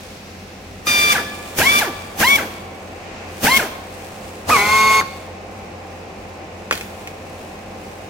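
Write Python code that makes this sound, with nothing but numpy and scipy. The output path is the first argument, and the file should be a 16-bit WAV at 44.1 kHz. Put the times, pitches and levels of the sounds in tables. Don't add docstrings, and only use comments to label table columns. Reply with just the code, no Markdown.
import sys
import numpy as np
from scipy import signal
from scipy.fft import rfft, irfft, next_fast_len
from scipy.io import wavfile
from scipy.ndimage import map_coordinates

SR = 44100
rng = np.random.default_rng(int(sys.argv[2]) if len(sys.argv) > 2 else 0)


def pcm_store(signal):
    levels = np.round(np.clip(np.atleast_2d(signal), -1, 1) * 32767)
    wavfile.write(sys.argv[1], SR, levels.astype(np.int16).T)


N = 356945
TIME = np.arange(N) / SR
VANES = 5

# (frequency [Hz], correlation [1])
NEAR_COHERENCE = [(150, 1), (500, 0.92), (1200, 0.086), (3000, 0.022), (12000, 0.24)]


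def amp(db):
    return 10 ** (np.asarray(db) / 20)


def unit(x):
    return x / np.sqrt(np.mean(x ** 2) + 1e-20)


def along(points, hz):
    f, v = np.transpose(points)
    return np.interp(np.log(hz + 1), np.log(f + 1), v)


def since(start):
    return np.maximum(TIME - start, 0)


def ramp(start, length):
    return np.clip((TIME - start) / length, 0, 1)


def bump(centre, width):
    return np.exp(-((TIME - centre) / width) ** 2)


def held(start, stop, attack, release):
    outside = np.maximum(start - TIME, 0) / attack + since(stop) / release
    return np.exp(-np.log(1000) * np.minimum(outside, 10))


def wobble(rate):
    return map_coordinates(rng.standard_normal(int(N * rate / SR) + 4), [TIME * rate])


def filtered(x, response):
    size = next_fast_len(N + 8192)
    return irfft(rfft(x, size) * response(np.fft.rfftfreq(size, 1 / SR)), size)[..., :N]


def stereo_noise(spectrum, coherence):
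    def response(hz):
        angle = np.arccos(np.clip(along(coherence, hz), -1, 1)) / 2
        return amp(along(spectrum, hz)) * [np.cos(angle), np.sin(angle)]
    mid, side = filtered(rng.standard_normal((2, N)), response)
    return unit(np.array([mid + side, mid - side]))


def machinery():
    # (frequency [Hz], relative spectral density [dB])
    rumble = [(20, -32), (32, -27), (43, 2.5), (60, -5.5), (88, -0.5), (130, -6.5), (210, 1.5), (300, -7),
              (450, -4.5), (900, -18.5), (3000, -50)]
    drone = [(150, -72), (300, -0.5), (420, -1.5), (520, 0), (650, 0.5), (790, 2), (950, -7.5),
             (1150, -8.5), (2000, -33), (6000, -52)]
    whirr = [(500, -4), (1100, 1.5), (1800, 2), (2600, 3.5), (3200, -6.5), (6000, -9.5), (8000, -16.5),
             (16000, -66)]
    faint_hiss = [(1500, -13), (3300, 1), (5800, 0), (8000, -11.5), (15000, -15)]
    # (frequency [Hz], relative level [dB])
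    hum = [(89.8, -44), (190, -51), (516.8, -47), (775.2, -48.5), (1050, -53.5)]
    # (frequency [Hz], correlation [1])
    coherence = [(100, 0.95), (180, 0.92), (350, 0.93), (600, 0.51), (1500, 0), (5000, 0.12)]
    early = 1 - ramp(0.83, 0.15)
    drone_dip_db = -7 * early
    whirr_swell_db = 5 * bump(3.18, 0.19)
    out = amp(-40 + 0.25 * wobble(2.5)) * stereo_noise(rumble, coherence)
    out += amp(-38 + drone_dip_db) * stereo_noise(drone, coherence)
    out += amp(-42 - 1.5 * early + whirr_swell_db) * stereo_noise(whirr, coherence)
    out += amp(-45 - 7.5 * TIME) * early * stereo_noise(faint_hiss, coherence)
    for hz, db in hum:
        dip_db = drone_dip_db if hz > 300 else 0
        rms = amp(db - 1 + dip_db + 1.13 * wobble(10))
        out += np.sqrt(2) * rms * np.sin(2 * np.pi * hz * TIME + 0.65 * wobble(10))
    return out


def plastic_wrap():
    # (start [s], end [s], level [dB])
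    rustles = [(0.007, .1, -50), (1.243, 2.53, -42), (3.343, 5.048, -43.5), (6.88, 7.05, -47),
               (7.42, 7.507, -47.5), (7.847, 7.99, -45)]
    # (frequency [Hz], relative spectral density [dB])
    crinkle = [(800, -1), (2500, 2), (5000, -3.5), (8000, -3), (13000, -10.5), (16000, -9.5)]
    resting_power = amp(-52) ** 2
    handling_power = sum((amp(db) * held(start, end, attack=0.65, release=1.4)) ** 2
                         for start, end, db in rustles)
    flicker = amp(2 * wobble(7.4) + 2 * wobble(400))
    return np.sqrt(resting_power + handling_power) * flicker * stereo_noise(crinkle, NEAR_COHERENCE)


def rotor_phase(hz, flutter):
    return 2 * np.pi * np.cumsum(hz * (1 + flutter * wobble(300))) / SR


def exhaust(flow_noise, vane_phase, chop):
    spurts = amp(1.15 * wobble(28))
    hiss, puffing = flow_noise
    return (hiss * spurts + puffing) * unit(1 + chop * np.cos(vane_phase))


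def port_gain(hz, floor_db):
    # (centre frequency [Hz], width [Hz], peak gain [dB])
    modes = [(232, 550, -8), (850, 900, -10.5), (1596, 330, 6), (2221, 290, 6.5), (2680, 520, -3.5),
             (3400, 460, -1), (3850, 400, -7), (4190, 150, -2), (4800, 280, -3), (5570, 700, -10.5),
             (6070, 240, -4.5)]
    power = sum(amp(db) ** 2 / (1 + (2 * (hz - centre) / width) ** 2) ** 2
                for centre, width, db in modes)
    return np.sqrt(power + amp(floor_db) ** 2)


def vane_whine(envelope, vane_hz, phase, loose, shut, chatter):
    # (frequency [Hz], relative level [dB])
    fundamental = [(100, -17), (220, -18.5), (400, -12), (700, -6.5), (920, -4), (1060, -9), (1134, -8.5),
                   (1176, -9), (1190, -13.5), (1212, -9.5)]
    on = envelope > 1e-3
    vane_hz, phase, loose, shut = vane_hz[on], phase[on], loose[on], shut[on]
    labour = np.interp(vane_hz, [1050, 1180], [1.3, .5])
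    whine = np.zeros(N)
    for k in range(1, 6):
        if k == 1:
            db = along(fundamental, vane_hz) + 2.5 * wobble(45)[on] - 3 * shut
        else:
            db = -14.5 - 1.9 * (k - 2) - 14 * np.sqrt(k - 2) * loose
        if k in chatter:
            level_jitter, phase_jitter = (labour * curve[on] for curve in chatter[k])
            ripple = 1 + .3 * labour * np.cos(phase / VANES)
            wave = amp(2.2 * level_jitter) * ripple * np.sin(k * phase + .38 * phase_jitter)
        else:
            wave = np.sin(k * phase)
        whine[on] += envelope[on] * amp(db) * port_gain(k * vane_hz, floor_db=-37) * wave
    return whine


def ringing_tails(air):
    # (frequency [Hz], relative level [dB], t60 [s])
    tails = [(1705, -10, .6), (3205, -4, 1), (3250, -5.5, 1), (3535, -6, .8), (4525, -7, .9),
             (5895, -8, .8)]
    t = np.arange(SR) / SR
    ring = sum(amp(db - 60 * t / t60) * np.sin(2 * np.pi * hz * t) for hz, db, t60 in tails)
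    return signal.fftconvolve(air, ring[None] / np.linalg.norm(ring), axes=1)[:, :N]


def housing_ring(start, hz, beat_hz=8.1, upper_hz=5082, t60=0.73):
    t = since(start)
    pair = np.sin(2 * np.pi * hz * t) + 1.2 * np.sin(2 * np.pi * (hz + beat_hz) * t - np.pi / 2)
    upper = amp(-10.5) * np.sin(2 * np.pi * upper_hz * t)
    return ramp(start, .012) * amp(-60 * t / t60) * (pair + upper)


def tensioner():
    # (start [s], stop [s], valve opening [s], first vane rate [Hz],
    # final vane rate [Hz], settling time [s], whine level while driven, relative to coasting [dB],
    # further coasting gain [dB], hiss [dB], puffing [dB], housing ring [dB], spit [dB])
    pulls = [ (.870, 1.129, 0.06, 1212, 1176, .07, -1, -9, -25.5, -27, -27, -31.5),
             (1.586, 1.795, 0.08, 0.5, 1177, 0.031, -4.5, -10.5, -25.5, -24, -36, -29.5),
             (2.2016, 2.363, 0.093, 0, 1135, .026, -1.5, -11, -27, -24, -52, -28),
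             (3.443, 3.576, 0.09, 0, 1090, 0.023, -1, -11, -26, -22.5, -49, -28)]
    # (frequency [Hz], relative spectral density [dB])
    jet_spectrum = [(300, -2), (900, -19), (1600, 7.5), (2700, 7), (4000, 3), (5500, 4), (7500, 0),
                    (10000, -1), (13000, -4), (16000, -10)]
    puff_spectrum = [(35, -46), (62, -8), (110, -3), (160, -2.5), (235, 3), (400, -3), (800, -0.5),
                     (1500, -10), (3500, -25)]
    spit_spectrum = [(2500, -45), (6000, 2), (8000, -4.5), (10500, -1), (13500, 4), (16000, -2)]
    rattle_spectrum = [(150, -14), (400, -5.5), (900, -12.5), (1250, -8.5), (1600, 1.5), (1950, -6),
                       (2700, -5), (4500, -28)]
    coast_s, seize_hz, housing_hz = .072, 300, 1710
    valve_lag_s, hiss_t60 = 0.0053, 0.33
    jet = amp(4.5) * stereo_noise(jet_spectrum, NEAR_COHERENCE)
    puff = amp(-2.5) * stereo_noise(puff_spectrum, NEAR_COHERENCE)
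    spit = amp(2.2 * wobble(30.13)) * stereo_noise(spit_spectrum, NEAR_COHERENCE)
    rattle = stereo_noise(rattle_spectrum, NEAR_COHERENCE)
    chatter = {k: (wobble(130), wobble(420)) for k in range(3, 6)}
    whine, ring, air = np.zeros(N), np.zeros(N), np.zeros((2, N))
    for start, stop, opening, first_hz, final_hz, settling, *levels in pulls:
        driven_db, coast_db, hiss_db, puff_db, ring_db, spit_db = levels
        driven_hz = final_hz + (first_hz - final_hz) * np.exp(-since(start) / settling)
        vane_hz = driven_hz * np.exp(-since(stop) / coast_s)
        loose = np.clip(1 - vane_hz / 1050, 0, 1)
        phase = rotor_phase(vane_hz, flutter=.002 + .14 * loose)

        shut = ramp(stop, 0.0027)
        whine_db = (0.5 - shut) * driven_db + shut * (coast_db + 22.5 * loose)
        envelope = amp(whine_db) * held(start, stop, attack=0.0075, release=0.41)
        envelope *= 1 - shut * np.clip(1 - (vane_hz / seize_hz) ** 2, 0, 1)
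        whine += vane_whine(envelope, vane_hz, phase, loose, shut, chatter)
        crossing_s = stop + coast_s * np.log(2 * final_hz / housing_hz)
        ring += amp(ring_db) * housing_ring(crossing_s, housing_hz)

        surge = np.clip(1 - (driven_hz / final_hz) ** 2, 0, 1)
        vent_db = 6 * bump(stop - 0.003, 0.0071)
        opened = start + valve_lag_s
        hiss = amp(hiss_db + 4.5 * surge + vent_db) * held(opened, stop, opening, hiss_t60)
        puffing = amp(puff_db + 7.5 * surge) * held(opened, stop + 0.022, 1.14 * opening, release=0.58)
        air += exhaust((hiss * jet, puffing * puff), phase, chop=0.22 + 0.31 * loose)
        spitting = held(start - 0.0021, stop, opening, hiss_t60)
        air += amp(spit_db + 6.5 * surge + vent_db) * spitting * spit
        rattling = np.sin(np.pi * loose) * held(start, stop, attack=0.0089, release=0.28)
        air += amp(-22) * rattling * (1 + np.cos(phase)) * rattle
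    whine *= amp(1.3 * wobble(120) + 0.54 * wobble(500))
    return whine + ring, air + amp(-24.5) * ringing_tails(air)


def welder():
    # (shaft order [1], relative level [dB])
    orders = [(1, -21), (2, -14.5), (3, -25), (4, -15), (5, -.5), (6, -18.5), (7, -17), (9, -22),
              (10, -0.6), (11, -15), (12, -19), (13, -22), (15, -20), (16, -23), (17, -22.5), (20, -15),
              (21, -25), (22, -25), (26, -29), (30, -15.5), (33, -29)]
    # (frequency [Hz], half-width [Hz], gain [dB])
    resonances = [(830, 75, 5), (1445, 64, 7), (2230, 85, 10)]
    # (frequency [Hz], relative spectral density [dB])
    jet_spectrum = [(300, -7), (900, 5), (1400, 8.5), (2500, 7), (3100, 4.5), (5000, 5.5), (6700, 4),
                    (8500, 1), (13000, -0.5), (16000, -8)]
    puff_spectrum = [(35, -27), (70, 0.5), (120, 3), (180, -2.5), (260, -2), (400, -5), (800, 2),
                     (1500, -12), (3500, -31)]
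    start, stop, bite_at, bite_s, melt_s = 4.481, 5.003, 4.522, .058, .11
    free_hz, molten_hz, cold_sag_hz, stall_hz = 1273.5, 1082.7, 69.4, 1074
    spun = 1 - np.exp(-(since(start) / .017) ** 2)
    bite = ramp(bite_at, bite_s)
    cold = bite * np.exp(-(since(bite_at + bite_s) / melt_s) ** 2)
    driven_hz = free_hz + (molten_hz - free_hz) * bite - cold_sag_hz * cold
    stalling = np.clip((stall_hz - driven_hz) / 26, 0, 1)
    shaft_hz = spun * driven_hz * np.exp(-since(stop) / 0.031) / VANES
    strain = np.maximum(cold, 1 - bite)
    shaft = rotor_phase(shaft_hz, flutter=0.0012 + .011 * strain)

    yelp_db = 1 - bite ** 2
    whine = spun * amp(-16 - 5.5 * stalling + yelp_db) * held(start, stop, attack=.02, release=0.0081)
    shake = spun * amp(-18.25 + 0.5 * cold + 0.5 * bite) * held(start, stop, attack=.02, release=0.18)
    tone = np.zeros(N)
    for k, db in orders:
        if k % VANES:
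            drive, offset = shake, rng.uniform(0, 2 * np.pi)
            db += sum(lift * np.exp(-np.minimum(((k * shaft_hz - hz) / width) ** 2, 20))
                      for hz, width, lift in resonances)
        else:
            drive = whine if k <= 2 * VANES else np.minimum(whine, shake)
            offset = 0
        db += (3.5 if k > 2 * VANES else .9 + 1.2 * strain) * wobble(110)
        db -= 5 * max(k / VANES - 1, 0) * (1 - bite)
        if k > 4 * VANES:
            db -= 7 * cold
        elif k == VANES:
            db -= 3 * stalling
        tone += np.sqrt(2) * amp(db) * drive * np.cos(k * shaft + offset)

    opened = start + 0.012
    valve = held(opened, stop + 0.005, attack=0.063, release=0.054)
    surge = np.exp(-since(opened) / 0.082)
    hiss = valve * amp(-24.5 + 4.6 * surge) * stereo_noise(jet_spectrum, NEAR_COHERENCE)
    puffing = valve * amp(-30 + 14.5 * surge) * stereo_noise(puff_spectrum, NEAR_COHERENCE)
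    return tone, exhaust((hiss, puffing), VANES * shaft, chop=0.094)


def snaps():
    # (time [s], crack [dB], strap [dB], latch [dB])
    contacts = [(4.565, -27, -7, -30), (5.012, -33, -8, -36), (6.7104, -13, -1, -14),
                (6.714, -26, -17, -27), (6.7252, -12, -25, -14.5), (6.7305, -17, -32, -22),
                (6.753, -19, -39, -33), (6.776, -19, -40, -36), (6.81, -21, -41, -22.5),
                (7.0733, -24.5, -31, -23)]
    # (frequency [Hz], relative level [dB], t60 [s])
    strap_modes = [(450, -15, .02), (780, -11, .012), (1130, -2, .011), (1490, 0, .009), (1830, -5, .009),
                   (3500, -12, .007), (4600, -13, .006)]
    latch_modes = [(1800, -7.5, 0.025), (2180, 0, 0.032), (2460, -3, 0.045), (3470, -12, .03),
                   (5530, -5, .03), (6680, -1, .03)]
    # (frequency [Hz], gain [dB])
    colour = [(150, 0), (500, 9), (900, 5), (1400, 7), (2500, 9.5), (6000, 1), (10000, -2), (16000, -3)]
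    # (frequency [Hz], t60 [s])
    frame_decay = [(200, 0.17), (2000, 0.13), (12000, 0.56)]
    out, t = np.zeros(N + SR), np.arange(SR // 5) / SR
    fade = lambda t60: np.exp(-np.log(1000) * t / t60)
    ring = lambda modes: sum(amp(db) * fade(t60) * (-1) ** k * np.sin(2 * np.pi * hz * t)
                             for k, (hz, db, t60) in enumerate(modes))
    for start, crack_db, strap_db, latch_db in contacts:
        crack = amp(crack_db - 6) * fade(t60=0.031) * rng.standard_normal(len(t))
        strap = amp(strap_db - 6.5) * ring(strap_modes)
        latch = amp(latch_db - 12) * ring(latch_modes)
        out[round(start * SR):][:len(t)] += crack + strap + latch
    coloured = filtered(out[:N], lambda hz: amp(along(colour, hz)))
    direct = placed(coloured, lag_ms=0.19)
    return direct + amp(-4) * echoes(direct, frame_decay)


def placed(x, lag_ms):
    delay = np.array([[.5], [-.5]]) * lag_ms / 1000
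    return filtered(x, lambda hz: np.exp(-2j * np.pi * np.minimum(hz, 1700) * delay))


def echoes(x, decay):
    hz, t, noise = signal.stft(rng.standard_normal((2, SR)), SR, nperseg=256)
    shared = np.exp(-(hz[:, None] / 600) ** 2)
    noise = (noise + shared * noise[::-1]) / np.sqrt(1 + shared ** 2)
    fade = np.exp(-np.log(1000) * t / along(decay, hz)[:, None])
    tail = signal.istft(noise * fade, SR, nperseg=256)[1]
    return signal.fftconvolve(x, tail / np.linalg.norm(tail[0]), axes=1)[:, :N]


def standing_waves(x, pattern):
    at_hz, lead, pan_db = np.transpose(pattern)
    sides = np.array([[.5], [-.5]])
    gain = lambda hz: amp(sides * np.interp(hz, at_hz, pan_db))
    return filtered(x, lambda hz: gain(hz) * np.exp(1j * sides * np.interp(hz, at_hz, lead)))


def scene():
    # (frequency [Hz], left phase lead [rad], left over right [dB])
    pull_pattern = [(900, 0, 0), (1055, .9, 1), (1083, .3, -2), (1105, 1.7, 1), (1134, 2.9, 2),
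                    (1177, 3.65, 0), (1215, 4.7, 0), (1255, 6, 0), (2000, 6, 1), (2170, 5.4, 3.5),
                    (2355, 4.9, 0), (2700, 6, 0), (3050, 4.8, 1), (3230, 3.5, 4), (3400, 2.3, 1),
                    (3530, .8, 3), (4330, .7, -2), (4530, 2.4, 0), (4700, .5, 0), (5600, 0, 7),
                    (5880, 1.8, 0), (6050, .5, 0)]
    weld_pattern = [(900, 0, 0), (1055, .9, 0), (1083, .4, -3), (1250, .3, 0), (2000, -.3, 1),
                    (2170, -.9, 3.5), (2700, 0, 0), (3230, -1.5, 2), (4330, .7, -2), (5600, 0, 5),
                    (6500, 0, 0)]
    # (frequency [Hz], relative gain [dB])
    whine_spread = [(400, -3.5), (1080, 0), (1170, 1.5), (2150, -13.5), (2260, -10), (2370, -2),
                    (3350, -10), (3560, 0.5), (4330, -3), (4520, 6), (4750, -3.5), (7000, -3)]
    # (frequency [Hz], t60 [s])
    hall_decay = [(200, 0.13), (1200, 0.54), (3500, 0.91), (8000, 0.39), (15000, 0.56)]
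    press_decay = [(400, .8), (1170, 1.25), (2400, 1.35), (4600, 1.15), (7000, .6)]
    pull_whine, pull_air = tensioner()
    weld_whine, weld_air = welder()
    air, knocks = pull_air + weld_air, snaps()
    spread = lambda x: filtered(x, lambda hz: amp(along(whine_spread, hz)))[None]
    hall = echoes(amp(-11) * air + amp(-15) * knocks + amp(-8.5) * spread(weld_whine), hall_decay)
    lingering = amp(-12) * echoes(spread(pull_whine), press_decay)
    whine = standing_waves(pull_whine, pull_pattern) + standing_waves(weld_whine, weld_pattern)
    return whine + air + knocks + hall + lingering + plastic_wrap() + machinery()


def record(dry):
    ceiling, top_hz = .95, 15950
    rounded = dry / (1 + np.abs(dry / ceiling) ** 8) ** (1 / 8)
    return filtered(rounded, lambda hz: hz < top_hz)


dry = scene()
out = record(dry)
pcm_store(out)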